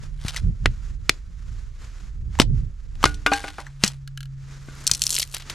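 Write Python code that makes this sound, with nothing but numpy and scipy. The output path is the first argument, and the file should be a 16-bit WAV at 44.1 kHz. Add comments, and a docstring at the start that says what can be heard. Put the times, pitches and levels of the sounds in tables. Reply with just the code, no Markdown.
"""Wooden taps, hard slams, ringing clacks and snapping fibres in rumbling wind: a hatchet splits a stick.
Each blow is a shower of tiny breaks with a dull thud and a short wood note; the fallen halves ring as bars.
One more blow bites into a half; the wedged blade creaks, then snaps and crackle pry the wood apart.
Shaped noise makes the wind, air and rustling clothes; a wavering sine hums far off on open ground."""
import sys
import numpy as np
from scipy import signal
from scipy.fft import rfft, irfft
from scipy.io import wavfile
from scipy.ndimage import uniform_filter1d

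SR = 44100
rng = np.random.default_rng(int(sys.argv[2]) if len(sys.argv) > 2 else 0)


def store_pcm(level_fs):
    """Save levels as 16-bit WAV."""
    pcm = np.round(np.clip(level_fs, -1, 1) * 32767).astype(np.int16)
    wavfile.write(sys.argv[1], SR, np.atleast_2d(pcm).T)


N = 244314
TIME = np.arange(N) / SR  # the time of every sample [s]
LONG_HZ = np.fft.rfftfreq(N, 1 / SR)  # frequencies in the whole scene [Hz]
TAP_HZ = np.fft.rfftfreq(2048, 1 / SR)  # frequencies in one short click [Hz]


def amp(db):
    """Turns decibels into a plain multiplier."""
    return 10 ** (np.asarray(db) / 20)


def evened(x):
    """Scales a signal to an average strength (rms) of 1."""
    return x / np.sqrt(np.mean(x ** 2) + 1e-20)


def read(points, hz):
    """Reads a table's value at hz, with straight lines over log frequency."""
    f, value = np.transpose(points)
    return np.interp(np.log(hz + 1), np.log(f + 1), value)


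def curve(rows, column=1):
    """Joins a table's points over time into a value for every sample."""
    rows = np.array(rows)
    return np.interp(TIME, rows[:, 0], rows[:, column])


def add(mix, s, sound):
    """Mixes a sound in, starting at s seconds."""
    part = mix[max(round(s * SR), 0):][:len(sound)]
    part += sound[:len(part)]


def fade(t, t60):
    """Exponential decay: t60 is the time [s] to drop by 60 dB."""
    return np.exp(-np.log(1000) * t / np.maximum(t60, 1e-3))


def tint(x, colour):
    """Filters a scene-long sound by a table of levels over frequency, then evens it."""
    return evened(irfft(rfft(x) * amp(read(colour, LONG_HZ)), N))


def causal(db):
    """Turns a spectrum into a minimum-phase click: its energy, 1 in all, comes as early as it can."""
    log_gain = np.log(amp(np.maximum(db - db.max(), -80)))
    mirrored = np.r_[log_gain, log_gain[-2:0:-1]]
    click = np.fft.ifft(np.exp(np.conj(signal.hilbert(mirrored)))).real
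    return click / np.linalg.norm(click)


def burst(t60, colour_db, first=0.1, hold_s=0):
    """One abrupt break (of relative size first), then a coloured shower of tiny ones that holds and dies."""
    t = np.arange(SR // 8) / SR
    after = np.maximum(t - hold_s, 0)
    x = rng.standard_normal(len(t)) * fade(after, t60)
    x[0] = first * np.linalg.norm(x)
    for _ in range(2):
        # keeping only the phase flattens the spectrum; the fade then restores the dying shape
        flat = irfft(np.exp(1j * np.angle(rfft(x))), len(t))
        x = flat * fade(after, 4 * t60)
    x *= np.linalg.norm(fade(t, t60)) / np.linalg.norm(x)
    return signal.fftconvolve(x, causal(colour_db))[:len(t)]


def hump(hz, below_db, above_db):
    """A broad resonance whose skirts fall by so many dB an octave."""
    octaves = np.log2((TAP_HZ + 1) / hz)
    slope = np.where(octaves < 0, below_db, above_db)
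    return -slope * (np.hypot(octaves, .5) - .5)


def uneven(depth_db):
    """Each spot on the stick favours other broad resonances: random dB over frequency."""
    wander = uniform_filter1d(rng.standard_normal(len(TAP_HZ)), size=14)
    return depth_db * evened(uniform_filter1d(wander, size=10))


def ring(modes):
    """Wood vibrates as several dying tones; each strike feeds them a little differently."""
    t = np.arange(SR // 2) / SR
    out = np.zeros(len(t))
    for hz, db, t60 in modes:
        strength = amp(db + rng.standard_normal()) * rng.choice([-1, 1])
        out += strength * fade(t, t60) * np.sin(2 * np.pi * hz * t)
    return out


def snaps(rows, level_db, ring_db, loud_t60, soft_t60):
    """Each small break clicks and briefly rings the stick; strong breaks are the most abrupt."""
    # resonances of the stick as it tears: (frequency [Hz], level [dB], t60 [s])
    splinter_modes = [(1540, -10.5, 0.023), (2480, -9.5, 0.065), (3180, -6, 0.049), (4250, -14.5, 0.044),
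                      (4220, -4.5, 0.083), (6000, 4, 0.043), (6360, -8, 0.051), (7680, 5, 0.037)]
    out = np.zeros(N)
    for s, db, hz in rows:
        t60 = np.interp(db, [-20, 0], [soft_t60, loud_t60])
        # the higher the snap, the more steeply its treble falls
        treble_slope = np.interp(hz, [2000, 6000], [10, 25])
        colour = hump(hz, below_db=18.0, above_db=treble_slope) + uneven(depth_db=3.5)
        add(out, s, amp(db + level_db) * burst(t60, colour, first=0.74))
        add(out, s, amp(db + ring_db) * ring(splinter_modes))
    return out


def crackle(rows, colour, per_s, spread_db, level_db):
    """Random tiny breaks, each a millisecond of fizz, build to a climax and die."""
    happens = rng.random(N) < per_s / SR
    sizes = amp(spread_db * np.minimum(rng.exponential(1, N), 3)) * happens
    envelope = signal.lfilter([1], [1, -np.exp(-1 / (.001 * SR))], sizes)
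    level = np.zeros(N)
    for s, db, rise, fall in rows:
        # before the climax the first term is the larger, after it the second
        drop_db = np.maximum(rise * (s - TIME), fall * (TIME - s))
        level += amp(db - drop_db)
    return amp(level_db) * level * tint(envelope * rng.standard_normal(N), colour)


def swells(rows, skirt_db):
    """Level of overlapping swells, rounded at the peak; far out each falls skirt_db per half-length."""
    power = np.zeros(N)
    for s, db, half_s in rows:
        drop_db = skirt_db * (np.hypot((TIME - s) / half_s, 1) - 1)
        power += amp(db - drop_db) ** 2
    return np.sqrt(power)


def pair(colour, side_db):
    """Noise at two microphones, partly shared."""
    mid, side = (tint(rng.standard_normal(N), colour) for _ in range(2))
    return evened(mid + amp(side_db) * np.array([side, -side]))


def place(x, left_db):
    """Sets a source between the ears: the left gets left_db more than the right."""
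    return x * amp([[left_db / 2], [-left_db / 2]])


def hum():
    """A smooth far hum: one sine whose pitch and level drift."""
    # the far hum: (time [s], level [dB], pitch [Hz])
    hum_path = [(.25, -44, 142.5), (.8, -60.5, 140.4), (3.5, -65, 141.3), (3.68, -42, 138.3),
                (4.3, -35.5, 135.1), (4.6, -41.5, 137.8), (5.0, -45, 137), (5.54, -50, 137.6)]
    phase = 2 * np.pi * np.cumsum(curve(hum_path, column=2)) / SR
    return np.sqrt(2) * amp(curve(hum_path)) * np.sin(phase)


def air_and_clothes(air_db=-65, flutter_db=1.7):
    """Steady hiss of open country swells as clothes rustle with the arms; its level flutters."""
    # hiss of air and cloth: (frequency [Hz], level [dB])
    air_colour = [(200, 3.5), (400, -3.5), (750, -9), (1300, -1), (1700, -2.5), (3000, -8.5), (7000, -8),
                  (8500, -17), (12500, -26.5), (16000, -55.5)]
    # clothes rustling with each move of the arms: (time of the peak [s], level [dB], half-length [s])
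    rustle_rows = [(.04, -48.5, 0.027), (.42, -55.5, 0.05), (.71, -56, 0.092), (.87, -52.5, 0.043),
                   (1.13, -52.5, 0.06), (1.56, -55.5, 0.15), (1.84, -46.5, 0.031), (1.99, -52.5, .08),
                   (2.36, -48.5, 0.026), (2.58, -54, 0.027), (3.03, -44, 0.018), (3.3, -55, 0.28),
                   (4.56, -51, 0.098), (4.85, -44.5, 0.1), (5.15, -48.5, 0.13), (5.52, -39.5, 0.037)]
    flutter = evened(uniform_filter1d(rng.standard_normal(N), size=700))
    hiss = np.hypot(amp(air_db), swells(rustle_rows, skirt_db=10.5))
    return hiss * amp(flutter_db * flutter) * pair(air_colour, side_db=-10.5)


def wind(calm_db=-31, gust_db=-22):
    """Eddies buffet the microphones; strong gusts reach higher in pitch."""
    # the steady wind drops to a lull: (time [s], level [dB])
    breeze = [(3.1, -36), (3.55, -42.5)]
    # gusts on the microphones: (time of the peak [s], level [dB], half-length [s])
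    gust_rows = [(.15, -32.5, 0.052), (.47, -17, 0.029), (.67, -18.5, 0.03), (.9, -30, 0.083),
                 (1.54, -32, 0.083), (2.25, -29, 0.085), (2.53, -18, 0.061), (3.08, -28.5, .1)]
    # spectrum of the calmer wind: (frequency [Hz], level [dB])
    calm_colour = [(10, -22.5), (30, 5.5), (60, -2), (100, -10.5), (170, -22), (260, -37.5), (600, -49),
                   (1300, -83.5)]
    # spectrum of the strong gusts: (frequency [Hz], level [dB])
    gust_colour = [(10, -27), (35, 3.5), (120, -2), (180, -13.5), (320, -32.5), (500, -41.5), (1300, -94)]
    level = np.hypot(amp(curve(breeze)), swells(gust_rows, skirt_db=8))
    # 0 is calm, 1 is a full gust
    gust = np.clip((20 * np.log10(level) - calm_db) / (gust_db - calm_db), 0, 1)
    eddies = np.sqrt(1 - gust) * pair(calm_colour, side_db=-10.5)
    eddies += np.sqrt(gust) * pair(gust_colour, side_db=-10)
    # even out the noise's own slow swings, so that the level above sets the loudness
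    eddies /= np.sqrt(uniform_filter1d((eddies ** 2).mean(0), size=2500))
    return place(level * eddies, left_db=-4.0)


def scatter(x):
    """Ground and rocks return a short tail: noise that dies at its own rate in each pitch range."""
    # how long the ground and rocks answer: (frequency [Hz], t60 [s])
    scatter_times = [(200, 0.31), (1000, 0.061), (4000, 0.11), (12000, 0.066)]
    hz, t, z = signal.stft(rng.standard_normal((2, SR // 2)), SR, nperseg=256)
    dying = z * fade(t, read(scatter_times, hz)[:, None])
    tail = signal.istft(dying, SR, nperseg=256)[1]
    return signal.fftconvolve(x[None], tail / np.linalg.norm(tail[0]), axes=1)[:, :N]


def grit():
    """Wood and blade scuff soil and splinters in showers of tiny breaks of nearly equal size."""
    # scuffs: (time of the climax [s], level [dB], rise [dB per s], fall [dB per s])
    scuffs = [(.285, -41.5, 199, 307), (.37, -37, 358, 602), (3.06, -36, 650, 298),
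              (3.33, -35.5, 424.5, 91), (3.605, -49.5, 610, 647), (3.85, -30.5, 675, 334)]
    # spectrum of the scuffs: (frequency [Hz], level [dB])
    grit_colour = [(240, -43), (400, -12.5), (1570, -4.5), (3890, -6), (10100, -15.5), (15000, -34.5)]
    return crackle(scuffs, grit_colour, per_s=1100, spread_db=-0.5, level_db=4.0)


def ticks():
    """The blade catches in the grain and wood ticks on grit, each with a click and a faint ring."""
    # ticks: (time [s], level [dB], centre [Hz])
    tick_rows = [(0.283, -15.5, 3100), (0.293, -22, 3830), (0.363, -15, 2180), (0.369, -16.5, 4180),
                 (2.389, -15, 898), (2.407, -10, 4240), (3.029, -14.5, 878), (3.144, -28.5, 4230),
                 (3.335, -6, 1800), (3.667, -27.5, 1260), (3.845, -8, 6160), (3.864, -17.5, 4720),
                 (3.878, -10.5, 5580), (4.895, -22, 1490), (5.181, -15, 2680)]
    return snaps(tick_rows, level_db=-9, ring_db=-23, loud_t60=0.023, soft_t60=0.059)


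def creaks(click_db=-9, ring_db=-5, t60=0.026):
    """The wedged blade is twisted: each slip clicks and rings the gripped stick."""
    # slips of the blade: (time [s], level [dB])
    slips = [(4.076, -29), (4.175, -24.5), (4.206, -27), (4.230, -30.5), (4.256, -38.5)]
    # the stick gripping the blade: (frequency [Hz], level [dB], t60 [s])
    gripped_modes = [(1380, -7, .025), (1657, -7, 0.034), (3010, -3, 0.019), (4190, -3.5, 0.015),
                     (6230, -10, 0.014)]
    out = np.zeros(N)
    for s, db in slips:
        add(out, s, amp(db + click_db) * burst(t60, hump(3140, below_db=18, above_db=8)))
        add(out, s, amp(db + ring_db) * ring(gripped_modes))
    return out


def landings(level_db=-4, contact_t60=.14):
    """Loose pieces clack on stone and soil and ring as bars; the next contact damps what still rings."""
    # loose pieces knocking, landing and bouncing: (time [s], level [dB], centre [Hz], t60 [s],
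    # ring of the thin half [dB], ring of the thick half [dB])
    contacts = [(0.25, -10, 93, 0.018, -44, -42), (2.353, -34.5, 1790, 0.024, -27, -20),
                (2.954, -40.5, 3080, 0.016, -36, -19), (3.059, -17, 1510, 0.034, -2.5, -19),
                (3.263, -8, 1980, 0.069, -4.5, -36), (3.318, -11, 830, 0.065, -16, 1),
                (3.440, -23, 650, 0.059, -5.5, -10), (3.480, -27, 2480, 0.07, -12, -12),
                (3.504, -29.5, 2930, 0.013, -13, -28), (3.583, -27.5, 1014, 0.15, -11.5, -9.5),
                (4.685, -27.5, 226, 0.028, -15.5, -57), (4.915, -15.5, 128.7, 0.011, -49, -31),
                (5.341, -27.5, 3570, 0.16, -43, -41), (5.367, -23, 4200, 0.032, -73, -53),
                (5.398, -34.5, 3480, 0.12, -31, -32), (5.422, -32.5, 3520, 0.031, -26, -36),
                (5.498, -22.5, 4020, 0.074, -23.5, -39)]
    # bending modes of the thin half: (frequency [Hz], level [dB], t60 [s])
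    thin_modes = [(296.3, -16.5, .55), (436, -25.5, 0.44), (756, -22, 0.22), (1187, -11, .14),
                  (1453, -5.5, 0.2), (1560, -1, 0.064), (2140, -7, 0.062), (2457, -5.5, 0.051),
                  (3440, -20, .1)]
    # bending modes of the thick half: (frequency [Hz], level [dB], t60 [s])
    thick_modes = [(289.4, -11.5, 0.14), (454, -20, 0.24), (805, -2, 0.17), (1093, -19, 0.18),
                   (1595, -12, 0.24), (1820, -25.5, 0.17), (2465, -14.5, .12), (2472, -14.5, 0.11),
                   (3034, -22.5, .14), (4420, -21.5, 0.16)]
    out, t = np.zeros(N), np.arange(SR // 2) / SR
    next_contacts = [row[0] for row in contacts[1:]] + [TIME[-1]]
    for (s, db, hz, t60, thin_db, thick_db), next_s in zip(contacts, next_contacts):
        add(out, s, amp(db + level_db) * burst(t60, hump(hz, below_db=3.5, above_db=13.5)))
        bars = amp(thin_db) * ring(thin_modes) + amp(thick_db) * ring(thick_modes)
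        damping = fade(np.maximum(s + t - next_s, 0), contact_t60)
        add(out, s, amp(db) * bars * damping)
    return out


def prying():
    """Fibre bundles give way one after another over the crackle of the running split."""
    # bundles of fibres snapping as the half is pried apart: (time [s], level [dB])
    fibres = [(4.868, -0.5), (4.876, 0.5), (4.914, 4.5), (4.936, -10), (4.949, -11.5), (5.019, 0.5),
              (5.038, -8.5), (5.067, -2), (5.105, -8), (5.126, -12.5), (5.165, -7), (5.201, -12),
              (5.22, -15), (5.228, -10)]
    # snaps sound lower once the split opens: (time [s], centre [Hz])
    fibre_pitch = [(5.12, 5860), (5.17, 3940)]
    # the split running along the grain: (time of the climax [s], level [dB], rise [dB per s], fall [dB per s])
    tears = [(5.19, -27, 87, 340), (5.35, -36.5, 454.5, 550)]
    # spectrum of the tearing: (frequency [Hz], level [dB])
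    tear_colour = [(350, -21), (600, -16), (2340, -21), (2570, -7), (7450, 0), (12300, -6.5), (15000, -26)]
    rows = [(s, db, np.interp(s, *np.transpose(fibre_pitch))) for s, db in fibres]
    bundles = snaps(rows, level_db=-7.5, ring_db=-28.5, loud_t60=0.013, soft_t60=0.043)
    return bundles + crackle(tears, tear_colour, per_s=1300, spread_db=12.5, level_db=5)


def blows(level_db=-2, thud_t60=0.045, note_t60=0.0079):
    """The blade crushes the end grain, the wood answers with a damped note, the stick thuds into soil."""
    # hatchet blows and the stick slamming on the ground: (time [s], level [dB], bass [dB], treble [dB],
    # t60 [s], ground thud [dB], thud pitch [Hz], wood note [dB], note pitch [Hz]);
    # the thud and note levels are relative to the blow
    blow_rows = [(0.658, -3.5, -3.5, -22.5, 0.017, -8.5, 93, -9, 1750),
                 (1.094, 4, -6.5, -2, 0.0084, -26.5, 108.2, -9.5, 2400),
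                 (2.399, 3.5, 5.5, -3, 0.016, -9.5, 245, -4, 3000),
                 (2.416, -13, 4.5, 7.5, 0.046, -1, 151.6, -24, 4870),
                 (3.040, 0, 3, -7.5, .015, -11.5, 295, 7.5, 1210),
                 (3.055, -7.5, 4.5, 8, 0.026, -7, 118, -14, 2400),
                 (3.837, 0.5, -1, 12, 0.012, -10.5, 198, -5, 3250)]
    # spectrum shared by all blows: (frequency [Hz], level [dB])
    blow_colour = [(70, -1), (350, 2.5), (850, -4.5), (2000, 0), (5000, -2), (10000, -16.5), (16500, -46)]
    # where a blow's bass setting acts: (frequency [Hz], share of its dB)
    bass_shelf = [(850, 1), (2000, 0)]
    # where a blow's treble setting acts: (frequency [Hz], share of its dB)
    treble_shelf = [(2000, 0.5), (5000, 1.03), (9000, 1.06)]
    out, t = np.zeros(N), np.arange(SR // 4) / SR
    for s, db, bass_db, treble_db, t60, thud_db, thud_hz, note_db, note_hz in blow_rows:
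        colour = read(blow_colour, TAP_HZ)
        colour = colour + bass_db * read(bass_shelf, TAP_HZ)
        colour = colour + treble_db * read(treble_shelf, TAP_HZ)
        add(out, s, amp(db + level_db) * burst(t60, colour, first=.3, hold_s=0.0023))
        add(out, s, amp(db + thud_db) * fade(t, thud_t60) * np.sin(2 * np.pi * thud_hz * t))
        add(out, s, amp(db + note_db) * fade(t, note_t60) * np.sin(2 * np.pi * note_hz * t))
    return out


def scene():
    """The woodwork, a little to the left, in wind and open country."""
    wood = grit() + ticks() + creaks() + landings() + prying() + blows()
    # sound reaches the right microphone 0.45 of a sample later
    lag = np.exp(-2j * np.pi * np.fft.rfftfreq(N) * .45)
    direct = place(np.array([wood, irfft(rfft(wood) * lag, N)]), left_db=1.75)
    return direct + amp(-19) * scatter(wood) + wind() + air_and_clothes() + hum()


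def record(dry):
    """The microphone dulls the top, peaks beyond full scale are clipped, then a low-pass limits the band."""
    # the microphone dulls the highest treble: (frequency [Hz], level [dB])
    mic_top = [(12500, 0), (14500, -6.5), (16500, -11.5)]
    heard = irfft(rfft(dry) * amp(read(mic_top, LONG_HZ)), N)
    low_pass = signal.firwin(255, 16500, window=("kaiser", 8), fs=SR)  # cutoff in Hz
    return signal.oaconvolve(np.clip(heard, -1, 1), low_pass[None], "same")


dry = scene()
out = record(dry)
store_pcm(out)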